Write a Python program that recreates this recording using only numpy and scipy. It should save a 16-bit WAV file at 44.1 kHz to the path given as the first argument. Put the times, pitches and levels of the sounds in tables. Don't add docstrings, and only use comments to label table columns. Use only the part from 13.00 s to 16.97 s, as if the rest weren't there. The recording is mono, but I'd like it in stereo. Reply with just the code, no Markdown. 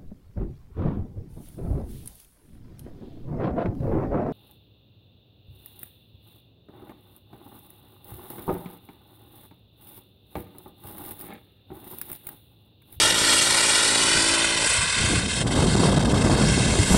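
import sys
import numpy as np
from scipy import signal
from scipy.fft import rfft, irfft, next_fast_len
from scipy.io import wavfile
from scipy.ndimage import uniform_filter1d, map_coordinates

SR = 44100
rng = np.random.default_rng(int(sys.argv[2]) if len(sys.argv) > 2 else 0)


def int16_out(signal):
    q = np.round(np.clip(np.atleast_2d(signal).T, -1, 1) * 32767)
    wavfile.write(sys.argv[1], SR, q.astype(np.int16))


N = 175077

# time in seconds, level in dB, treble in dB (applied about its mean).
JET_ENVELOPE = [(0, -17.5, -6), (.05, -19.5, -2.5), (.12, -23.5, -2.5), (.2, -24, -1.5), (.31, -19.5, -3),
                (.45, -22.5, -0.5), (.7, -21.5, -2.5), (.9, -22.5, -2.5), (1.3, -23, -3.5),
                (1.55, -26.5, -7.5), (1.7, -25, -2.5), (1.88, -28, -7.5), (2.05, -27, -5), (2.17, -29, -3),
                (2.27, -31.5, -6), (2.4, -31, -3.5), (2.52, -32.5, -6.5), (2.75, -31.5, -5.5),
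                (2.86, -31, -4.5), (3.0, -33.5, -8.5), (3.15, -33.5, -6.5), (3.35, -31, -6),
                (3.5, -29, -4.5), (3.75, -29.5, -4.5), (3.97, -29, -0.5)]
# depth in dB, rate in Hz.
SPUTTER_DEPTHS = [(.5, 55), (.9, 110)]
# time in seconds, then gain in dB for each of RESONANCE_HZ.
RESONANCE_GAINS = [(0, -0.5, 2, -0.64), (.35, -3.5, 1, 1.8), (.6, -2, 0, 0.37), (.9, -1, -0.5, 1),
                   (1.2, 0.5, -1, 1), (1.6, -1, -1, -0.63), (2.1, 3, 0.5, -1.3), (2.6, -3, 1.5, 0.2),
                   (3.1, -4, 1, 1), (3.5, -1.5, -0.5, 0), (3.97, 1.5, 0, 0.21)]
RESONANCE_HZ, RESONANCE_WIDTH_HZ = [2450, 3530, 4450], 370
# frequency in Hz, gain in dB.
HISS_LEFT = [(60, -16), (270, -22), (500, -11.5), (900, -8), (1500, -3), (2300, -1), (2700, -1),
             (3300, -0.5), (3900, -2.5), (4500, -3), (4900, -14), (5300, -4), (5800, -4), (6400, -6.5),
             (7500, 0.5), (8700, 0.5), (9800, -4.5), (10700, -18), (11200, -23), (12500, -29), (13500, -69)]
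HISS_RIGHT = [(60, -26), (270, -8), (500, -8.5), (900, -4.5), (1500, -3.5), (2300, -4.5), (2700, -3.5),
              (3300, -2), (3600, 1), (4100, -4), (4600, 0.5), (5500, -3.5), (6400, -5.5), (7200, -5.5),
              (8300, -8), (9800, -12), (10700, -17.5), (11200, -23.5), (12500, -32), (13500, -70)]
# frequency in Hz, lead in radians.
LEFT_LEAD = [(100, 0), (1500, .35), (2900, .05), (4500, .2), (5500, 1.1), (6200, 1.9), (7000, 2.4),
             (8000, 1.7), (9000, 1.4), (10000, .35), (11000, 0)]
# frequency in Hz, gain in dB.
SCATTER_SPECTRUM = [(100, -10), (700, -8), (1200, -5), (2000, -5.5), (2800, -8.5), (4200, -8), (5500, -8.5),
                    (8000, -4), (11000, -4)]
# time in seconds, share of the lead, scatter gain in dB.
MIC_TURN = [(0, 0.88, -6), (1.6, 1, 6), (2.6, 1, 7), (3.97, 0.32, -1.5)]
# time in seconds, delay in ms, gain in dB.
GROUND_PATH = [(0, 2.125, -2), (.5, 2.112, -2), (.8, 2.09, -2), (1.0, 2.045, -1.8), (1.2, 2.0, -1.5),
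               (1.4, 1.95, -1), (1.7, 1.93, -1), (2.1, 1.9, -.5), (2.6, 1.882, 0), (3.97, 1.865, 0)]
# frequency in Hz, gain in dB.
GRASS_GAIN = [(300, -2), (800, -5), (1200, -.6), (1800, -.2), (2400, -.3), (3000, -2), (3600, -5),
              (4300, -5.5), (5600, -3), (7000, -4), (10000, -7)]
# frequency in Hz, shift in radians.
GRASS_PHASE = [(500, 0), (800, .5), (1250, -.5), (1800, -.1), (2350, -.45), (2900, 0)]
# time in seconds, depth in dB, width in ms.
MIC_DIPS = [(0.134, 3, 15), (.622, 2.5, 12), (1.56, 1.5, 12), (2.228, 3, 66), (2.274, 7, 14),
            (2.449, 14.5, 34), (2.494, 7.5, 24), (2.548, 6, 8.5), (2.662, 6, 9.9), (2.76, 14, 4.6),
            (2.791, 8, 7.8), (2.908, 5, 16), (2.933, 4, 15), (2.958, 6, 9.9), (2.99, 18, 5.9),
            (3.021, 6, 6.5), (3.043, 10, 9), (3.08, 6.5, 26), (3.135, 10, 14), (3.234, 5, 8.9),
            (3.294, 9, 5.2), (3.361, 6.5, 13)]
# time in seconds, gain in dB.
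BAND_EDGE_FADE = [(0, 9), (1, -2), (2, -10), (2.7, -16), (3.6, -22), (3.97, 12)]

# time in seconds, strength in dB, left minus right in dB.
GUSTS = [(0.0, -37, -1), (0.11, -36, -1.5), (0.74, -43.5, -5), (1.07, -36.5, 1), (1.12, -48, -18),
         (1.17, -32, -17), (1.2, -34, 8), (1.27, -42, -3), (1.55, -45, -6), (1.73, -40, 0),
         (1.78, -36, -11), (1.83, -35, 12), (1.89, -39, -5), (1.94, -41, -4), (1.98, -31, 6),
         (2.03, -28.5, 10), (2.07, -32, 10), (2.12, -26.5, 14), (2.18, -28.5, 9.5), (2.22, -30, 11),
         (2.35, -32, 10), (2.47, -26.5, 14), (2.5, -25, 9), (2.56, -18.5, 2), (2.63, -17, 5.5),
         (2.7, -23.5, 9.5), (2.77, -21, 7.5), (2.82, -21, 10.5), (2.88, -18, 9.5), (2.93, -23.5, 14.5),
         (3.0, -22, 12), (3.16, -18.5, 7), (3.23, -22.5, 13.5), (3.38, -16, 1.5), (3.41, -17.5, 8.5),
         (3.55, -21, 3), (3.58, -23, 16), (3.65, -24, 11.5), (3.71, -18, 0), (3.77, -18, 4.5),
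         (3.81, -19, -0.5), (3.86, -33, 20.5), (3.91, -16.5, -11.5), (3.95, -16, 3), (3.97, -19, -4)]
# frequency in Hz, left and right relative density in dB.
ROAR_SPECTRUM = [(25, -11, -18), (45, 2, 4), (74.5, -1, 1), (126, 1.5, -1.5), (202, -0.5, -3.5),
                 (327, -9.5, -16), (650, -17.5, -28), (1240, -54, -50)]
# frequency in Hz, relative density in dB.
RASP_SPECTRUM = [(60, -13), (200, 0.5), (350, -2.5), (600, -8), (1000, -10), (1500, -19), (2000, -29.5),
                 (3000, -62)]
RUMBLE_SPECTRUM = [(12, -2), (25, 17), (45, 10), (75, 13), (110, 16), (170, -37)]
# time in seconds, gain in dB.
RASP_BOOST = [(2.0, 3.5), (2.3, 1), (2.5, 1), (2.58, 3), (2.64, 0.5), (2.73, 0.5), (2.88, 2.5), (3.0, 1),
              (3.1, -1.5), (3.3, 3.5), (3.45, -2), (3.6, -1.5), (3.8, 0), (3.95, 6)]
# time in seconds, level in dB.
RUMBLE_ENVELOPE = [(0, -57), (.15, -46), (.4, -49), (.7, -47), (1.0, -47), (1.18, -44), (1.3, -37),
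                   (1.55, -43), (1.7, -39), (1.8, -37), (1.92, -48), (2.05, -27), (2.15, -43), (2.3, -42),
                   (2.6, -43), (3.0, -45), (3.4, -32), (3.75, -55), (3.86, -32), (3.95, -28)]
# centre in seconds, envelope peak in dB, left minus right in dB, pitch in Hz.
EDDY_HITS = [(1.704, -27, 0, 90), (1.793, -22, -7, 80), (1.83, -29, 8, 120), (2.019, -24, 4, 90),
             (2.051, -22, 10, 79), (2.082, -22, 14, 110), (2.181, -18, 16, 110), (2.736, -19, 3, 131),
             (3.801, -9.5, 3, 90), (3.919, -13, -8, 70)]

# multiple of the shaft rate, relative level in dB.
MOTOR_ORDERS = [(2, -7.5), (3, -7), (4, -5.5), (5, -1), (6, 3.5), (7, 0), (8, -4.5), (10, -2), (11, -3),
                (12, -12), (14, -8), (15, -5), (16, -2)]
# frequency in Hz, relative density in dB.
RATTLE_SPECTRUM = [(150, -30), (250, 8), (400, 1), (650, 11), (1000, -32)]


def jet(gain_db=5, treble_hz=6440):
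    level_db, treble_db = curves(JET_ENVELOPE)
    level_db = level_db + sum(flutter_db(*row) for row in SPUTTER_DEPTHS)
    noise = spray()
    hiss = at_ports(noise + ground_bounce(noise))
    treble = filtered(hiss, lambda hz: 1 / (1 + (treble_hz / (hz + 1)) ** 8))
    hiss = hiss + (amp(treble_db - treble_db.mean()) - 1) * treble
    hiss = nozzle_resonances(band_edge_fade(hiss))
    return amp(gain_db + level_db) * hiss / np.sqrt(np.mean(hiss ** 2))


def spray(depth_db=1.2):
    spectra = signal.stft(rng.standard_normal((3, N)), nperseg=256)[2]
    gain_db = 0
    for bins, frames in ((5, 4), (3, 50)):
        patches = uniform_filter1d(rng.standard_normal(spectra.shape[1:]), bins, axis=0)
        patches = uniform_filter1d(patches, frames, axis=1)
        gain_db += depth_db * patches / patches.std()
    return signal.istft(spectra * amp(gain_db), nperseg=256)[1][:, :N]


def nozzle_resonances(hiss):
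    change = 0
    for centre_hz, gain_db in zip(RESONANCE_HZ, curves(RESONANCE_GAINS)):
        band = filtered(hiss, lambda hz: np.exp(-((hz - centre_hz) / RESONANCE_WIDTH_HZ) ** 2))
        change += (amp(gain_db) - 1) * band
    return hiss + change


def ground_bounce(noise, waver_db=1.2):
    delay_ms, gain_db = curves(GROUND_PATH)
    bounce = filtered(noise, lambda hz: amp(along(GRASS_GAIN, hz)) * np.exp(1j * along(GRASS_PHASE, hz)))
    delayed = [map_coordinates(row, [np.arange(N) - delay_ms * SR / 1000]) for row in bounce]
    return amp(gain_db - np.abs(waver_db * wobble(8))) * delayed


def at_ports(noise, min_share=0.5):
    def colour(hz):
        return amp([along(HISS_LEFT, hz), along(HISS_RIGHT, hz)])

    def with_lead(share):
        halves = [share / 2, -share / 2]
        return filtered(noise[0], lambda hz: colour(hz) * np.exp(1j * np.outer(halves, along(LEFT_LEAD, hz))))

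    lead_share, scatter_db = curves(MIC_TURN)
    blend = np.clip((lead_share - min_share) / (1 - min_share), 0, 1)
    coherent = blend * with_lead(1) + (1 - blend) * with_lead(min_share)
    scattered = filtered(noise[1:], lambda hz: colour(hz) * amp(along(SCATTER_SPECTRUM, hz)))
    return coherent + amp(scatter_db) * scattered


def mic_dips(fall_share=0.62):
    t = np.arange(N) / SR
    loss_db = 0
    for time_s, depth_db, width_ms in MIC_DIPS:
        offset_ms = 1000 * (t - time_s) - width_ms / 8
        side_ms = width_ms * np.where(offset_ms < 0, fall_share, 1 - fall_share)
        loss_db += depth_db * 0.5 ** ((offset_ms / side_ms) ** 4)
    return amp(-loss_db)


def band_edge_fade(x, edge_hz=10900):
    gain_db, = curves(BAND_EDGE_FADE)
    return x + (amp(gain_db) - 1) * filtered(x, lambda hz: hz > edge_hz)


def wind(gain_db=1.5, rasp_growth=0.4, pivot_db=-13.5, skew=0.09, highpass_hz=35):
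    strength_db, pan_db = curves(GUSTS)
    port_db = strength_db + gain_db + pan(pan_db)
    lumps_db = np.array([flutter_db(0.8, 60) + flutter_db(1.1, 110) for _ in range(2)])
    flicker_db = np.array([flutter_db(2.1, 200) for _ in range(2)])
    rasp_db = np.array([[-6], [-21]]) + flicker_db + curves(RASP_BOOST)[0]
    rasp_db += rasp_growth * (port_db - pivot_db + lumps_db)
    push = amp(lumps_db) * (stereo_noise(ROAR_SPECTRUM) + amp(rasp_db) * stereo_noise(RASP_SPECTRUM))
    push += skew * push ** 2
    push = filtered(push, lambda hz: (1j * hz / (highpass_hz + 1j * hz)) ** 2)
    rumble_db, = curves(RUMBLE_ENVELOPE)
    return amp(port_db) * push + amp(rumble_db + lumps_db) * stereo_noise(RUMBLE_SPECTRUM)


def thumps(half_width_cycles=0.58):
    t = np.arange(N) / SR
    pressure = 0
    for centre_s, peak_db, pan_db, pitch_hz in EDDY_HITS:
        cycles = (t - centre_s) * pitch_hz
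        envelope = amp(peak_db + pan(pan_db)) * np.exp(-(cycles / half_width_cycles) ** 2)
        pressure += envelope * np.cos(2 * np.pi * cycles + np.pi / 4)
    return pressure


def motor(shaft_hz=55.22, gain_db=-42.5, off_s=1.68, fade_s=0.013, spread_rad=0.9):
    shaft_rad = 2 * np.pi * np.cumsum(shaft_hz * (1 + 0.0008 * wobble(3.56))) / SR
    hum = 0
    for order, level_db in MOTOR_ORDERS:
        level = np.sqrt(2) * amp(level_db + 2.4 * wobble(6.15))
        hum += level * np.cos(order * shaft_rad + spread_rad * rng.standard_normal())
    rattle = amp(-1) * stereo_noise(RATTLE_SPECTRUM, envelope=1 + np.cos(shaft_rad))
    running = np.clip((off_s - np.arange(N) / SR) / fade_s, 0, 1)
    return running * (hum + rattle) * amp(gain_db + pan(-2))


def stereo_noise(spectrum, envelope=1):
    white = envelope * rng.standard_normal((2, N))
    return unit(filtered(white, lambda hz: amp(along(spectrum, hz))))


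def flutter_db(depth_db, rate_hz):
    curve = wobble(rate_hz)
    return depth_db * unit(curve - uniform_filter1d(curve, size=int(4 * SR / rate_hz)))


def wobble(rate_hz):
    return map_coordinates(rng.standard_normal(N // 100), [np.arange(N) * rate_hz / SR])


def filtered(x, response):
    size = next_fast_len(N + 8192)
    return irfft(rfft(x, size) * response(np.fft.rfftfreq(size, 1 / SR)), size)[..., :N]


def along(rows, hz):
    knots_hz, *columns = np.transpose(rows)
    return np.squeeze([np.interp(np.log(hz + 1), np.log(knots_hz + 1), c) for c in columns])


def curves(rows):
    knots_s, *columns = np.transpose(rows)
    return [np.interp(np.arange(N) / SR, knots_s, c) for c in columns]


def pan(left_minus_right_db):
    return np.outer([0.5, -0.5], left_minus_right_db)


def amp(db):
    return 10 ** (np.asarray(db) / 20)


def unit(x):
    return x / np.sqrt(np.mean(x ** 2, axis=-1, keepdims=True) + 1e-20)


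def scene():
    return jet() * mic_dips() + motor() + wind() + thumps()


def record(dry):
    clipped = dry / (1 + np.abs(dry) ** 6) ** (1 / 6)
    return filtered(clipped, lambda hz: hz < 13100)


dry = scene()
out = record(dry)
int16_out(out)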